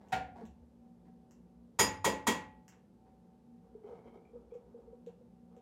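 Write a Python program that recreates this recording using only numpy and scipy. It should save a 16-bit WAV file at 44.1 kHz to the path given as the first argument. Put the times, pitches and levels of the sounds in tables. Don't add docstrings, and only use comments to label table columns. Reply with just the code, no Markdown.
import sys
import numpy as np
from scipy import signal
from scipy.fft import rfft, irfft
from scipy.io import wavfile

SR = 44100
rng = np.random.default_rng(int(sys.argv[2]) if len(sys.argv) > 2 else 0)


def dump_mix(stems):
    frames = np.atleast_2d(stems).T
    limited = np.clip(frames, -1, 1)
    pcm = np.round(limited * 32767).astype(np.int16)
    wavfile.write(sys.argv[1], SR, pcm)


N = 247783
TIME = np.arange(N) / SR

# frequency in Hz, relative level in dB, time to fade by 60 dB in seconds.
COUNTER_TONES = [(69, -48.5, 0.92), (90, -55.5, 0.4), (109.23, -45.5, 0.21), (185.6, -42.5, 0.44),
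                 (210, -38, .35), (275.4, -44.5, 0.65), (407.5, -33.5, 0.2), (480, -34.5, 0.32),
                 (529.7, -44, 0.49), (626, -49, 0.17)]
# start in seconds, length before the release in seconds,
# rubbing level in dB, wall ring level in dB (both before the mix), wall resonance in Hz.
SPOON_STROKES = [(3.825, 0.17, -58.5, -77.5, 2156), (3.862, 0.092, -52, -80, 2240),
                 (4.034, 0.051, -53.5, -73.5, 2200), (4.123, 0.042, -53.5, -77.5, 2200),
                 (4.237, 0.019, -65.5, -75, 2340), (4.349, 0.032, -61, -100, 2330),
                 (4.503, .045, -61, -79, 2350), (4.773, 0.038, -62, -96, 2330),
                 (5.068, 0.033, -58, -92, 2330), (5.501, 0.098, -63.5, -101, 2320)]


def from_db(db):
    return 10 ** (np.asarray(db) / 20)


def at_hz(points, hz):
    f, value = np.transpose(points)
    return np.interp(np.log(np.maximum(hz, 1)), np.log(f), value)


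def convolve(x, response):
    return signal.fftconvolve(x, response)[:N]


def clicks(times, levels_db):
    out = np.zeros(N)
    samples = np.round(np.asarray(times) * SR).astype(int)
    np.add.at(out, np.clip(samples, 0, N - 1), from_db(levels_db))
    return out


def colour(x, spectrum, size=4096):
    gain = from_db(at_hz(spectrum, np.fft.rfftfreq(size, 1 / SR)))
    cepstrum = irfft(np.log(gain))
    cepstrum[1:size // 2] *= 2
    cepstrum[size // 2 + 1:] = 0
    return convolve(x, irfft(np.exp(rfft(cepstrum))))


def rms_one(x):
    return x / np.sqrt(np.mean(x ** 2) + 1e-20)


def ring(x, modes, rise_s):
    t = TIME[:SR]
    tones = sum(from_db(db - 60 * t / t60) * np.sin(2 * np.pi * hz * t) for hz, db, t60 in modes)
    return convolve(x, tones * (1 - np.exp(-t / rise_s)))


def tilted(modes, db_per_octave):
    hz, db, t60 = np.transpose(modes)
    return np.c_[hz, db + db_per_octave * np.log2(hz / hz[0]), t60]


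def blip(at, level_db, hz, rise_s):
    t = TIME[:SR // 8]
    swell = t / rise_s * np.exp(1 - t / rise_s)
    tone = from_db(level_db) * swell * np.sin(2 * np.pi * hz * t)
    return np.pad(tone, (int(at * SR), N))[:N]


def stroke(start, length, level_db, attack_s=0.013, release_s=0.022):
    attack = np.clip((TIME - start) / attack_s, 0, 1)
    release = np.exp(-np.clip((TIME - start - length) / release_s, 0, 20))
    return from_db(level_db) * attack * release


def friction(spectrum, slips_per_s=1400, spread_db=3.5):
    happens = rng.random(N) < slips_per_s / SR
    direction = rng.choice([-1, 1], N)
    size = from_db(spread_db * rng.standard_normal(N))
    return rms_one(colour(happens * direction * size, spectrum))


def background(waver=0.86, air_db=-64):
    # frequency in Hz, rms level in dB before the wavering.
    hum_tones = [(59.2, -75), (118.4, -83), (177.6, -69), (236.9, -67), (759.0, -78.5), (877.5, -88.5)]
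    # frequency in Hz, relative level in dB.
    air_colour = [(22, -22), (45, -13.5), (62, -1.5), (90, -7.5), (140, -5.5), (220, 2), (280, -8.5),
                  (500, -9), (680, -20.5), (850, -19.5), (1100, -27.5), (2000, -36.5), (12500, -46),
                  (15000, -58.5)]
    hum = 0
    for hz, db in hum_tones:
        sway = signal.resample(rng.standard_normal(size=60), N)
        tone = np.sin(2 * np.pi * (hz * TIME + rng.random()))
        hum = hum + np.sqrt(2) * from_db(db) * (1 + waver * sway) * tone
    air = rms_one(colour(rng.standard_normal(N), air_colour))
    return hum + from_db(air_db) * air


def floor_boom():
    # time in seconds, level in dB before the floor's response.
    steps = [(0.47, -46.5), (0.603, -47.5), (.66, -67)]
    # frequency in Hz, relative level in dB, time to fade by 60 dB in seconds.
    floor_tones = [(58, -25, 0.36), (69.8, -1.5, 0.32)]
    step_times, step_db = np.transpose(steps)
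    return ring(clicks(step_times, step_db), floor_tones, rise_s=0.0092)


def sliding():
    # start in seconds, length before the release in seconds,
    # level in dB before the mix.
    slides = [(0.0, 0.12, -62.5), (0.348, 0.094, -55), (1.044, .04, -66.5), (3.051, 0.037, -67)]
    # frequency in Hz, relative level in dB.
    slide_colour = [(100, -2.5), (300, -0.5), (480, 2), (620, -2.5), (850, 1.5), (1200, -13.5),
                    (1800, -15.5), (2800, -27.5), (4500, -29), (14000, -47)]
    return friction(slide_colour) * sum(stroke(*row) for row in slides)


def ticks():
    # time in seconds, bright tick level in dB, tap level in dB
    # (both before the mix), tap pitch in Hz.
    touches = [(.086, -37, -58, 2800), (0.4542, -32, -54, 3870), (1.31, -32, -48.5, 1160),
               (2.681, -24, -45, 1930), (2.724, -45.5, -44, 1398), (4.542, -42, -59, 2457),
               (5.064, -36.5, -53.5, 3826), (5.09, -64.5, -58.5, 1400), (5.566, -43.5, -61, 3050)]
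    # frequency in Hz, relative level in dB.
    tick_colour = [(1200, -13), (1700, -1), (2200, -12), (2750, 2.5), (3300, -14), (4400, -11.5),
                   (5800, -0.5), (7400, -1.5), (9000, -20.5), (12500, -14.5), (15500, -20)]
    at, bright_db = np.transpose(touches)[:2]
    bright = colour(clicks(at, bright_db), tick_colour)
    taps = sum(blip(s, db, hz, rise_s=0.00011) for s, _, db, hz in touches)
    return bright + taps


def rubbing(stir_start_s=3.63, stir_length_s=1.336, stir_db=-66):
    # frequency in Hz, relative level in dB.
    rub_colour = [(100, -2), (300, -4.5), (460, 13), (620, -5), (780, 2), (880, -6.5), (980, -6),
                  (1130, -13.5), (1280, -11), (1750, -26), (2600, -33), (4000, -35.5), (7000, -41),
                  (14000, -51)]
    movements = [stroke(s, length, db) for s, length, db, _, _ in SPOON_STROKES]
    movements.append(stroke(stir_start_s, stir_length_s, stir_db))
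    return friction(rub_colour) * np.linalg.norm(movements, axis=0)


def dragging(width_hz=110, overtone=1.42, overtone_db=-9, grain_db=4):
    smoother = signal.butter(2, width_hz, fs=SR, output="sos")
    grip = signal.sosfilt(smoother, rng.standard_normal((2, N)))
    catches = from_db(grain_db * signal.resample(rng.standard_normal(size=600), N))
    out = 0
    for s, length, _, db, hz in SPOON_STROKES:
        phase = 2 * np.pi * hz * TIME
        low = grip[0] * np.sin(phase)
        high = from_db(overtone_db) * grip[1] * np.sin(overtone * phase)
        out = out + rms_one((low + high) * catches) * stroke(s, length, db)
    return out


def plops():
    # time in seconds, peak level in dB before the mix, pitch of the cavity in Hz.
    lumps = [(3.749, -42.5, 437), (3.842, -43, 420), (3.904, -45, 483), (3.927, -46.5, 463),
             (4.333, -47.5, 469), (4.354, -43.5, 483), (4.52, -41.5, 474), (4.551, -40.5, 483),
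             (4.743, -44.5, 477.5), (4.786, -52, 490), (4.875, -49, 460), (4.928, -47, 490),
             (5.069, -40, 478), (5.209, -52, 488), (5.567, -51.5, 482)]
    return sum(blip(s, db, hz, rise_s=0.0071) for s, db, hz in lumps)


def set_down():
    # time in seconds, click level in dB, utensil ring level in dB,
    # counter ring level in dB (all relative), delay of both rings in seconds.
    landing = [(0.122, -1.5, 0, -2, 0.0035)]
    # frequency in Hz, relative level in dB.
    click_colour = [(60, 4), (125, 10), (200, 13), (400, -10), (760, 17.5), (1150, -4), (1700, 5),
                    (2800, -3), (4000, -9.5), (7000, -15), (8500, -21), (15000, -28.5)]
    # frequency in Hz, relative level in dB, time to fade by 60 dB in seconds.
    utensil_tones = [(499, -52, 0.56), (732, -41.5, 0.73), (756, -27, 0.29), (1416, -38.5, 0.34),
                     (1540, -53, 0.27), (1860, -39, 0.12), (1870, -69, 0.28), (2320, -51.5, 0.4),
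                     (2570, -43, 0.16), (2920, -52, 0.24), (3030, -44.5, 0.13), (3840, -50.5, .24),
                     (4300, -50.5, 0.17), (6520, -63, 0.14), (7100, -60, 0.26)]
    # time in seconds, peak level in dB, pitch in Hz.
    settling = [(.345, -56, 808), (.385, -49, 701), (0.413, -44.5, 449), (0.433, -40.5, 223)]
    at, click_db, ring_db, counter_db, lag = np.transpose(landing)
    click = colour(clicks(at, click_db), click_colour)
    utensil = ring(clicks(at + lag, ring_db), utensil_tones, rise_s=0.0036)
    counter = ring(clicks(at + lag, counter_db), COUNTER_TONES, rise_s=0.051)
    bumps = sum(blip(s, db, hz, rise_s=0.0086) for s, db, hz in settling)
    return click, utensil + counter + bumps


def knocks(clack_db=-18, counter_lag_s=0.00891, onset_s=0.0022, onset_db=-15, thud_cycles=0.69):
    # time in seconds, crack level in dB, strainer ring level in dB, strainer tilt
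    # in dB per octave, glass ring level in dB, rim clack level in dB, counter ring level in dB,
    # thud level in dB (all levels relative), thud delay in seconds, thud pitch in Hz.
    knock_rows = [(1.79, 3, 4.5, -1, 2, -10, 2.5, -28, 0.0063, 106),
                  (2.0445, -1, 2.5, -1.5, -13.5, -2, 3.5, -14.5, 0.033, 490),
                  (2.269, 0, 0.5, 1.5, -19.5, -2.5, 0, -19, 0.011, 238)]
    # frequency in Hz, relative level in dB.
    crack_colour = [(60, -0.5), (110, 4), (200, 11), (450, 14), (700, 8.5), (1050, 12.5), (1500, 5.5),
                    (2200, 7), (4000, -1), (5300, -2), (7000, 5), (8300, -4), (11500, -7), (15500, -12.5)]
    # frequency in Hz, relative level in dB,
    # time to fade by 60 dB in seconds.
    strainer_tones = [(861, -39.5, .68), (1919, -36, .4), (905, -43, .25), (975, -40, .3), (1040, -41, .25),
                      (1156, -44, .35), (1249, -52, .35), (1882, -38, .22), (2113, -45, .28),
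                      (3101, -48, .25), (3289, -39, .27)]
    jar_tones = [(4946, -32, .13), (4972, -33, .12), (5200, -27, .02), (5520, -36, .07), (5669, -40, .1),
                 (6481, -33, .09), (6815, -30, .09), (6853, -29, .14), (7000, -22, .02), (7257, -36, .09),
                 (9050, -36, .14), (9205, -39, .09), (11490, -43, .1), (11860, -43, .1), (12450, -42, .08),
                 (13490, -41, .1)]
    at, crack_db, metal_db, tilt, glass_db, rim_db, counter_db, thud_db, lag, thud_hz = np.transpose(knock_rows)

    soft_onset = clicks(at - onset_s, crack_db + onset_db)
    crack = colour(clicks(at, crack_db) + soft_onset, crack_colour)
    glass = ring(clicks(at, glass_db), jar_tones, rise_s=0.00053)
    clack = sum(blip(s, clack_db + db, hz=1045, rise_s=0.0016) for s, db in zip(at, rim_db))
    thud = sum(blip(s, db, hz, thud_cycles / hz) for s, db, hz in zip(at + lag, thud_db, thud_hz))
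    metal = 0
    for s, db, slope in zip(at, metal_db, tilt):
        metal = metal + ring(clicks([s], [db]), tilted(strainer_tones, slope), rise_s=0.0061)
    counter = ring(clicks(at + counter_lag_s, counter_db), COUNTER_TONES, rise_s=0.0056)
    return crack + glass, clack + thud, metal + counter


def reflections(build_s=0.0063, early_db=3, early_s=0.0083):
    # frequency in Hz, time to fade by 60 dB in seconds.
    echo_times = [(80, 0.91), (300, 0.34), (1000, 0.39), (2500, 0.38), (5000, 0.26), (8000, 0.23),
                  (14000, 0.18)]
    t, hz = TIME[:SR], np.fft.rfftfreq(SR, 1 / SR)
    white = rfft(rng.standard_normal(SR))
    centres = np.array(echo_times)[:, 0]
    arrival = (1 - np.exp(-t / build_s)) * (1 + from_db(early_db) * np.exp(-t / early_s))
    out = 0
    for share, (_, t60) in zip(np.eye(len(centres)), echo_times):
        fade = arrival * np.exp(-np.log(1000) * t / t60)
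        band = irfft(white * at_hz(np.c_[centres, share], hz), SR)
        out = out + band * fade / np.linalg.norm(fade)
    return out


def scene():
    clink, body, knock_ring = knocks()
    clunk, clunk_ring = set_down()
    sharp, light = clink + clunk, ticks()
    ringing = knock_ring + clunk_ring + floor_boom()
    soft = from_db(2.5) * plops() + sliding() + rubbing() + dragging()
    # sound, direct level in dB, level sent to the walls in dB.
    mix = [(sharp, -20.5, 2.0),
           (light, -5.5, -0.5),
           (body, -4.0, -5.0),
           (soft, -2.5, -6.0),
           (ringing, 0.0, -15.0)]
    direct = sum(from_db(db) * sound for sound, db, _ in mix)
    to_walls = sum(from_db(db) * sound for sound, _, db in mix)
    return (direct + convolve(to_walls, reflections()) + background())[None]


def record(dry, low_cut_hz=48, high_cut_hz=16000):
    bass_cut = signal.butter(3, low_cut_hz, "high", fs=SR, output="sos")
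    treble_cut = signal.ellip(10, .2, 70, high_cut_hz, fs=SR, output="sos")
    return signal.sosfilt(treble_cut, signal.sosfilt(bass_cut, dry))


dry = scene()
out = record(dry)
dump_mix(out)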